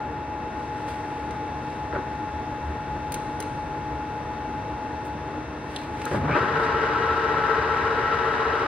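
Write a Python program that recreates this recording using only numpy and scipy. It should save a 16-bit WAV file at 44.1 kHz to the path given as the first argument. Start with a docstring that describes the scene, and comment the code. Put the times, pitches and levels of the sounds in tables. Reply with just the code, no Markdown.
"""A centre lathe idles in a workshop: its motor hums and its input gears whine as their teeth mesh.
The operator moves about and shifts the speed levers; latches click and gears clash in the casting.
He passes in front, briefly shading the whine, and pulls the clutch. Friction takes up the drive with
a clunk, the motor sags under the load, and the spindle gears run up to a louder whine, which throbs
once a shaft turn because some of the gears run off centre."""
import sys
import numpy as np
from scipy import signal
from scipy.fft import rfft, irfft, next_fast_len
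from scipy.io import wavfile

SR = 44100
rng = np.random.default_rng(int(sys.argv[2]) if len(sys.argv) > 2 else 0)


def log_audio(samples):
    """Write samples as a 16-bit WAV file to the path given in sys.argv[1]."""
    # one column per channel
    frames = np.atleast_2d(samples).T
    # limit to full scale, then quantise
    limited = np.clip(frames, -1, 1)
    pcm = np.round(limited * 32767).astype(np.int16)
    wavfile.write(sys.argv[1], SR, pcm)


N = 382347
TIME = np.arange(N) / SR
DRAG_S, LOCK_S = 6.08, 6.36  # the clutch starts to drag, then locks


def gain_of(db):
    """Amplitude ratio of a level in decibels."""
    return 10 ** (np.asarray(db) / 20)


def curve_at(points, hz):
    """Interpolation of a table on a logarithmic frequency axis."""
    freqs, values = np.transpose(points)
    return np.interp(np.log(hz + 1), np.log(freqs + 1), values)


def tilted(spectrum, tilt_db):
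    """Spectral tilt of tilt_db per octave, pivoting at 7 kHz."""
    return [(hz, level + tilt_db * np.log2(hz / 7000)) for hz, level in spectrum]


def hiss():
    """White noise in two independent channels."""
    return rng.standard_normal((2, N))


def wander(rate_hz):
    """Random modulation of unit variance, mostly below rate_hz."""
    knots = np.arange(0, TIME[-1] + 1, .5 / rate_hz)
    return np.interp(TIME, knots, rng.standard_normal(len(knots))) / np.sqrt(2 / 3)


def bump(middle_s, half_s):
    """Gaussian swell of height 1."""
    return np.exp(-((TIME - middle_s) / half_s) ** 2)


def ramp(start_s, rise_s):
    """Linear rise from 0 to 1, then held."""
    return np.clip((TIME - start_s) / rise_s, 0, 1)


def decay(start_s, t60_s):
    """Exponential decay from a sudden onset, 60 dB in t60_s."""
    return (TIME >= start_s) * np.exp(-np.log(1000) * np.clip((TIME - start_s) / t60_s, 0, 3))


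def power_sum(envelopes):
    """Incoherent sounds add in power, not in amplitude."""
    return np.sqrt(sum(envelope ** 2 for envelope in envelopes))


def ring(modes, start_s):
    """Free vibration of a struck body: a sum of damped sinusoids."""
    live = (TIME > start_s) & (TIME < start_s + 1)
    age = TIME[live] - start_s
    out = np.zeros(N)
    for hz, db, t60_s in modes:
        out[live] += np.sqrt(2) * gain_of(db - 60 * age / t60_s) * np.sin(2 * np.pi * hz * age)
    return out


def colour(drive, spectrum, modes=()):
    """Source and filter: two noises pass a resonant body and arrive as a partly coherent stereo pair."""
    # likeness of the two channels: frequency_hz, coherence
    likeness = [(60, 1), (130, .98), (300, .95), (800, .85), (1500, .45), (2000, .6), (2500, .88),
                (3500, .5), (5000, .5), (5800, .8), (9500, .9), (15000, .8)]
    # balance of the channels: frequency_hz, left_over_right_db
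    balance = [(60, .3), (250, .5), (700, 1.8), (1300, 3.6), (1850, 5), (2250, -.5), (3100, -2.5),
               (4800, -2.5), (5600, -5.3), (7300, 0)]
    # phase between the channels: frequency_hz, left_lead_rad
    lead = [(200, 0), (800, -.25), (1600, .4), (2200, -.35), (4600, -.55), (5500, -3.6), (7000, -3.2),
            (8600, -.4), (10300, 0), (12000, 3), (13600, 3.3), (15200, 6.2)]
    size = next_fast_len(N + SR // 4)
    hz = np.fft.rfftfreq(size, 1 / SR)
    resonance_db = sum(lift / (1 + (2 * (hz - centre) / width) ** 2) for centre, width, lift in modes)
    low_cut = np.minimum(hz / spectrum[0][0], 1)
    response = gain_of(curve_at(spectrum, hz) + resonance_db) * low_cut
    left, unrelated = rfft(drive, size)
    coherence = np.clip(curve_at(likeness, hz), 0, 1)
    right = coherence * left + np.sqrt(1 - coherence ** 2) * unrelated
    right *= np.exp(-1j * curve_at(lead, hz))
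    lean = gain_of(curve_at(balance, hz) / 2)
    pair = np.array([left * lean, right / lean])
    return irfft(pair * response, size)[:, :N] * np.sqrt(SR / 2)


def gear_tones(tones, speed, flutter, flutter_hz, drift_rad, swing_rad=0):
    """Tooth meshing: pitch follows shaft speed, and uneven teeth modulate amplitude and phase."""
    phase_per_hz = 2 * np.pi * np.cumsum(speed) / SR
    out = np.zeros((2, N))
    for hz, db, lean_db, lead_rad in tones:
        phase = hz * phase_per_hz + swing_rad + rng.uniform(0, 2 * np.pi)
        phase += flutter * wander(flutter_hz) + drift_rad * wander(2)
        amplitude = np.sqrt(2) * gain_of(db) * (1 + flutter * wander(flutter_hz))
        out[0] += amplitude * gain_of(lean_db / 2) * np.sin(phase)
        out[1] += amplitude / gain_of(lean_db / 2) * np.sin(phase - lead_rad)
    return out


def input_drive(speed, shaft_hz=25.13, wobble_depth=0.086, buzz_depth=0.03, crossover_hz=2200):
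    """Motor and gear tones, amplitude-modulated once a turn, sound over broadband friction noise."""
    # motor and input gear tones: pitch_hz, level_db, left_over_right_db, left_lead_rad
    idle_tones = [(74.5, -48, 0, 0.0), (146.8, -51, -1, -0.2), (299.8, -45, 1, -0.2), (464, -55, -1, 0.2),
                  (586.8, -60, 2, 0.1), (638.7, -51, 3, 0.1), (746.5, -57, 0, -1.0), (846.5, -35, 3, -0.3),
                  (853.8, -49, 2, -0.2), (870.8, -55, 2, 0.1), (946.5, -56, -4, 0.2), (961.2, -57, 2, -0.1),
                  (1068.8, -59, 5, 0.7), (1283.8, -62, 8, 0.9), (1391.2, -57, 6, -0.3), (1487, -58, 5, 0.7),
                  (1606.2, -62, 9, -0.9), (1713.8, -59, 2, 1.2), (1821.5, -62, 11, -0.6),
                  (1839.8, -61, 6, 0.7), (2103.2, -65, 0, -1.1), (2224, -67, 0, 0), (2249, -67, 0, 0),
                  (2264, -65, 0, 0.1), (2555, -67, 0, -.3), (2586.2, -61, 0, -0.3),
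                  (2686.2, -58.5, 0, -0.5), (2793, -70, 0, -.3), (3765, -74, -8, -0.7),
                  (4161, -78, -3, -.5), (4519.5, -79, -7, 0.1), (5272.2, -73, -3, 2.1)]
    # wash of belts, bearings and oil: frequency_hz, density_db
    wash_spectrum = [(22, -87.5), (45, -69.5), (70, -59.5), (200, -68.5), (350, -64.5), (700, -72),
                     (1000, -73), (1800, -75.5), (2450, -84.5), (3000, -88.5), (4300, -94), (8500, -105),
                     (15500, -116)]
    # casting resonances in the wash: centre_hz, width_hz, lift_db
    wash_modes = [(133, 42, 2.9), (244, 58, 4.1), (306.6, 6, 7.8), (478, 33, 4.1), (852, 17, 3.9),
                  (906, 237, 5.4), (1401, 18, 6.1), (3670, 560, 4.8), (5970, 1070, 7.4)]
    # the operator shadows the direct path as he passes, then reflects sound from beside it
    path_db = -9.5 * bump(5.59, 0.34) + 1.5 * bump(7.15, 0.9)
    entry_shadow = gain_of(-2.5 * bump(.15, .35))  # walking in, his back hides the hiss
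    *faint, loudest = sorted(idle_tones, key=lambda tone: tone[1])
    mesh = gear_tones([loudest], speed, flutter=0.042, flutter_hz=30.6, drift_rad=.04)
    whine = gear_tones(faint, speed, flutter=0.11, flutter_hz=22.2, drift_rad=0.085)
    wobble = 1 + wobble_depth * np.sin(2 * np.pi * shaft_hz * np.cumsum(speed) / SR)
    mains_buzz = 1 + buzz_depth * np.sin(2 * np.pi * 100 * TIME)
    treble = signal.sosfilt(signal.butter(2, crossover_hz, "high", fs=SR, output="sos"), hiss())
    body = signal.sosfilt(signal.butter(2, crossover_hz, "low", fs=SR, output="sos"), hiss())
    friction = body * gain_of(0.62 * wander(14)) + treble * mains_buzz * entry_shadow
    wash = colour(friction, wash_spectrum, wash_modes)
    return (mesh * gain_of(path_db) + whine) * wobble + wash * gain_of(0.047 * path_db)


def operator(grain_db=1.5, scuff_rise_s=0.024, step_s=5.151):
    """Sliding friction of cloth and soles makes grainy noise; one boot lands with a damped impact."""
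    # rustle of cloth and soles: frequency_hz, density_db
    cloth = [(500, -89), (1800, -71), (4000, -82.5), (7000, -88.5), (10000, -94.5), (15500, -102)]
    # swishes of the overalls: middle_s, half_length_s, level_db
    swishes = [(.61, .07, -15), (.8, .06, -14), (1.12, 0.32, -13.5), (1.72, .12, -13), (5.776, 0.1, -5.5),
               (6.037, 0.093, -4), (6.144, 0.048, -2.5), (6.64, 0.05, -6)]
    # soles scuffing concrete: start_s, level_db, t60_s, tilt_db_per_octave
    scuffs = [(.865, 2.5, 0.46, 1), (5.042, 2.5, 0.14, 8)]
    # a boot landing on concrete: frequency_hz, density_db
    boot = [(50, -68), (130, -46.5), (400, -57), (700, -57), (1500, -79), (8000, -125)]
    grains = gain_of(grain_db * wander(160))
    swells = sum(gain_of(db) * bump(middle_s, half_s) for middle_s, half_s, db in swishes)
    out = colour(hiss() * grains * swells, cloth)
    for start_s, db, t60_s, tilt_db in scuffs:
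        envelope = gain_of(db) * ramp(start_s, scuff_rise_s) * decay(start_s, t60_s)
        out += colour(hiss() * grains * envelope, tilted(cloth, tilt_db))
    return out + colour(hiss() * decay(step_s, t60_s=0.035), boot)


def levers(tail_t60_s=0.99, grip_s=5.7618):
    """Impacts excite steel resonances: latches snap home and ring on, and the gripped handle clinks."""
    # latch clicks of the speed and clutch levers: start_s, level_db, t60_s, tilt_db_per_octave
    clicks = [(1.309, -14.5, 0.022, -6.5), (3.1213, 1, 0.025, 4.5), (3.142, -1.5, 0.045, 1.5),
              (3.403, 0, 0.027, 3), (3.425, -8.5, .03, -1), (6.0167, -14.5, 0.029, -8),
              (6.054, -3, 0.019, 3.5)]
    # crack of a latch, and its faint tail: frequency_hz, density_db
    latch = [(500, -90), (2100, -63), (3200, -66), (5000, -71.5), (7300, -71.5), (9000, -75),
             (11500, -72.5), (15500, -80)]
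    latch_tail = [(1000, -112), (2100, -86), (3200, -88.5), (7000, -99), (9000, -99), (11000, -105),
                  (15500, -111)]
    # resonances of the steel lever: centre_hz, width_hz, lift_db
    lever_modes = [(2110, 90, 6.9), (4150, 200, 9), (6400, 420, 12), (8950, 560, 8.2), (11800, 700, 5)]
    # lever modes that ring on: pitch_hz, level_db, t60_s
    lever_ring = [(4170, -66, .35), (6400, -66, .5), (8880, -71, .5)]
    # clink of the clutch handle, and its faint ring: frequency_hz, density_db
    handle = [(800, -70), (2500, -73), (3050, -53.5), (3700, -60.5), (4200, -61.5), (5200, -74),
              (9000, -76), (15500, -94)]
    handle_ring = [(2500, -105), (3150, -84), (3800, -81), (4250, -74), (4500, -93), (8000, -115)]
    out = colour(hiss() * decay(grip_s, t60_s=.035), handle)
    out += colour(hiss() * decay(grip_s, t60_s=0.48), handle_ring)
    for start_s, db, t60_s, tilt_db in clicks:
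        crack = colour(hiss() * decay(start_s, t60_s), tilted(latch, tilt_db), lever_modes)
        out += gain_of(db) * (crack + ring(lever_ring, start_s))
    tails = power_sum(gain_of(db) * decay(start_s, tail_t60_s) for start_s, db, _, _ in clicks)
    return out + colour(hiss() * tails, latch_tail, lever_modes)


def gearbox(bite_s=6.11, clunk_s=6.143, shudder_db=2, thud_db=-20):
    """Structure-borne sound: blows of dogs, gears and clutch set the casting and the bed vibrating."""
    # dogs skip and drop in, then the clutch takes up the backlash: start_s, thump_db, clank_db, t60_s
    knocks = [(1.927, -21, -2, .05), (1.935, -8, -8, .14), (1.95, -13, -1, 0.08), (1.959, -2.5, -2.5, 0.16),
              (1.98, -11, -8, 0.16), (3.16, -16, -7.5, .11), (6.063, -9, 0, .13), (6.114, 0.5, -2, .19),
              (6.145, 1.5, -1.5, .19), (6.292, -2, -4.5, .26), (6.353, 0.5, -7, .17), (6.363, -0.5, 6, .19),
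              (6.43, -4.5, -1, 0.072), (6.597, -7, 5.5, .11)]
    # thump of the casting, clank of the teeth, shudder of the bed: frequency_hz, density_db
    casting = [(40, -72), (100, -56), (180, -63), (260, -57), (370, -50), (480, -52.5), (590, -52),
               (750, -65.5), (1050, -67), (2200, -84), (9000, -120)]
    teeth = [(400, -89.5), (900, -59), (1200, -58.5), (1530, -56), (1900, -65), (2300, -74), (4000, -90),
             (9000, -107), (15500, -130)]
    bed = [(30, -79), (70, -56), (110, -50), (170, -52), (250, -58), (400, -77.5), (900, -100),
           (5000, -150)]
    # modes of the casting and of the bed: pitch_hz, level_db, t60_s
    casting_modes = [(368, -28, .15), (475, -30.5, .1), (588, -31, 0.097), (1530, -37, .07)]
    bed_modes = [(105.3, -35, 0.54), (150.4, -31.5, .6), (200, -34, .5), (296, -38, .45)]
    # booms of the casting, loudest as the gears ease into mesh: middle_s, length_s, pitch_hz, level_db
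    booms = [(2.364, 0.14, 73.1, -34.5), (2.703, 0.15, 74, -30), (6.43, .07, 125, -34), (7.14, .3, 80, -38)]
    thumps = power_sum(gain_of(db) * decay(start_s, t60_s) for start_s, db, _, t60_s in knocks)
    clanks = power_sum(gain_of(db) * decay(start_s, t60_s) for start_s, _, db, t60_s in knocks)
    bite = gain_of(shudder_db) * ramp(bite_s, rise_s=0.055) * decay(bite_s, t60_s=2.7)
    shudder = bite + gain_of(thud_db) * thumps
    out = colour(thumps * hiss(), casting) + colour(clanks * hiss(), teeth)
    out += colour(shudder * hiss(), bed)
    out += sum(gain_of(db) * ring(casting_modes, start_s) for start_s, db, _, _ in knocks)
    out += ramp(clunk_s, rise_s=.012) * ring(bed_modes, clunk_s)
    for middle_s, length_s, hz, db in booms:
        swell = gain_of(db) * bump(middle_s, length_s / np.sqrt(8))
        out += swell * np.sqrt(2) * np.sin(2 * np.pi * hz * TIME)
    return out


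def rumble(start_s=2.2, end_s=4.4, fade_s=.3):
    """Low-frequency noise swells in the machine while the speed levers are worked."""
    # rumble of the machine: frequency_hz, density_db
    spectrum = [(25, -80), (55, -65), (100, -69.5), (140, -60.5), (185, -79), (600, -120)]
    return colour(hiss() * (ramp(start_s, fade_s) - ramp(end_s, fade_s)), spectrum)


def clutch(first_speed=.3, grip_power=1.5, settle_s=0.049):
    """Friction coupling: gear speed (share of full) and load (0-1) rise until lock; then load decays."""
    grip = ramp(DRAG_S, LOCK_S - DRAG_S) ** grip_power
    load = grip * np.exp(-np.maximum(TIME - LOCK_S, 0) / settle_s)
    return first_speed + (1 - first_speed) * grip, load


def spindle(speed, load, shaft_hz=14.64, db_per_decade=53, load_db=1, rattle_db=1.0, chatter_db=3):
    """Gear noise grows with speed and load; teeth rattle in the backlash, eccentricity makes a throb."""
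    # spindle gear tones at full speed: pitch_hz, level_db, left_over_right_db, left_lead_rad
    steady_tones = [(395.8, -48, 0, -.5), (465.5, -44, 2, .3), (941.2, -50, -1, .1), (958.5, -38.5, 1, .7),
                    (1040.5, -49, 3, -.6), (1070.2, -41.5, 5, .7), (1088, -47, 7, .5), (1155.2, -48, 1, .6),
                    (1404, -47, 3, .7), (1568.5, -43, 5, 1.8), (1862.2, -54, 5, .6), (1917, -41.5, 6, 1.4),
                    (1921.2, -52, 5, 1.3), (2083, -58, 2, 0), (2638.8, -54.5, -4, 0), (2875, -53, 0, -.1),
                    (3329.2, -65, -1, -.1), (3579.8, -66, -4, -.7), (3837, -63, -1, -.1),
                    (3908.5, -63.5, -2, .1), (4791, -74, -2, -.5)]
    # off-centre gears: pitch_hz, level_db, left_over_right_db, left_lead_rad,
    # pulse_depth, swing_rad, pulse_lag_turns, swing_lag_turns, build_s
    eccentric_tones = [(453.1, -34.6, 2, -.1, .74, -.6, .016, -.07, .6),
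                       (1319.7, -33.6, 5.5, -.3, .66, 1.0, -.16, -.03, .25)]
    # churn of the gears: frequency_hz, density_db
    churn_spectrum = [(22, -94), (100, -65.5), (250, -74.5), (400, -69.5), (650, -70.5), (1000, -60.5),
                      (1450, -61), (2200, -70.5), (3000, -76), (3450, -82), (4000, -87.5), (5200, -84.5),
                      (9000, -104.5), (15500, -122)]
    # headstock resonances: centre_hz, width_hz, lift_db
    headstock_modes = [(372.5, 44, 12), (445, 120, 5.6), (445, 28, 7.8), (587, 115, 9.4), (833, 32, 8),
                       (1327, 70, 7.7), (1560, 275, 6.2), (1910, 19, 5.2), (3860, 480, 5)]
    # tooth chatter at the tight spot of each turn: frequency_hz, density_db
    chatter_spectrum = [(2500, -100), (3000, -79.5), (3450, -89), (3850, -75), (4200, -84.5), (5000, -100),
                        (9000, -125)]
    level = gain_of(0.3 + db_per_decade * np.log10(speed) + load_db * load) * ramp(DRAG_S, rise_s=.06)
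    angle = 2 * np.pi * shaft_hz * (TIME - LOCK_S) + 0.2 * wander(4.2)
    tightness = np.cos(angle)
    whine = gear_tones(steady_tones, speed, flutter=0.17, flutter_hz=20, drift_rad=.1)
    whine *= 1 + .12 * tightness
    for *tone, depth, swing_rad, pulse_lag, swing_lag, build_s in eccentric_tones:
        turn = angle - 2 * np.pi * pulse_lag
        pulse = 1 + depth * (np.cos(turn) + 0.1 * np.cos(2 * turn))  # the harmonic sharpens the crest
        swing = swing_rad * np.sin(angle - 2 * np.pi * swing_lag)
        mesh = gear_tones([tone], speed, flutter=0.24, flutter_hz=7, drift_rad=0.1, swing_rad=swing)
        whine += ramp(DRAG_S, build_s) * pulse * mesh
    rattle = hiss() * level * gain_of(rattle_db * wander(90) + 0.1 * tightness)
    churn = colour(rattle, churn_spectrum, headstock_modes)
    chatter = colour(hiss() * level * gain_of(chatter_db * (tightness - 1)), chatter_spectrum)
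    return whine * level + churn + chatter


def grind(speed, slip_s=6.26, strain_s=6.33, judder_db=2):
    """Sliding friction: the clutch plates rub and judder, and strained teeth rise in pitch until lock."""
    # rub of the slipping plates: frequency_hz, density_db
    plates = [(50, -72), (110, -64), (220, -58.5), (330, -63.5), (560, -60), (800, -68), (1500, -72),
              (2400, -79), (3500, -94), (9000, -118)]
    # grinding meshes: full_speed_pitch_hz, level_db, left_over_right_db, left_lead_rad
    strained_tones = [(1074, -39, 4, .4), (1340, -40, 5, 0), (1568, -41, 5, .8), (2620, -37, 1, 0)]
    rub = colour(hiss() * bump(slip_s, half_s=.075) * gain_of(judder_db * wander(60)), plates)
    strain = gear_tones(strained_tones, speed, flutter=0.9, flutter_hz=299.4, drift_rad=.1)
    return rub + bump(strain_s, half_s=0.047) * strain


def scene(motor_sag=0.0081):
    """Superposition of lathe and operator; the clutch load slows the motor and all the gears it drives."""
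    spindle_share, load = clutch()
    motor_speed = 1 - motor_sag * load
    spindle_speed = spindle_share * motor_speed
    drivetrain = input_drive(motor_speed) + spindle(spindle_speed, load) + grind(spindle_speed)
    return drivetrain + gearbox() + rumble() + levers() + operator()


def record(dry, cutoff_hz=15900):
    """Band limiting: the ends are tapered and a low-pass filter removes the highest treble."""
    faded = dry * signal.windows.tukey(N, .001)
    low_pass = signal.firwin(511, cutoff_hz, window=("kaiser", 9), fs=SR)
    return signal.oaconvolve(faded, low_pass[None], "same")


dry = scene()
out = record(dry)
log_audio(out)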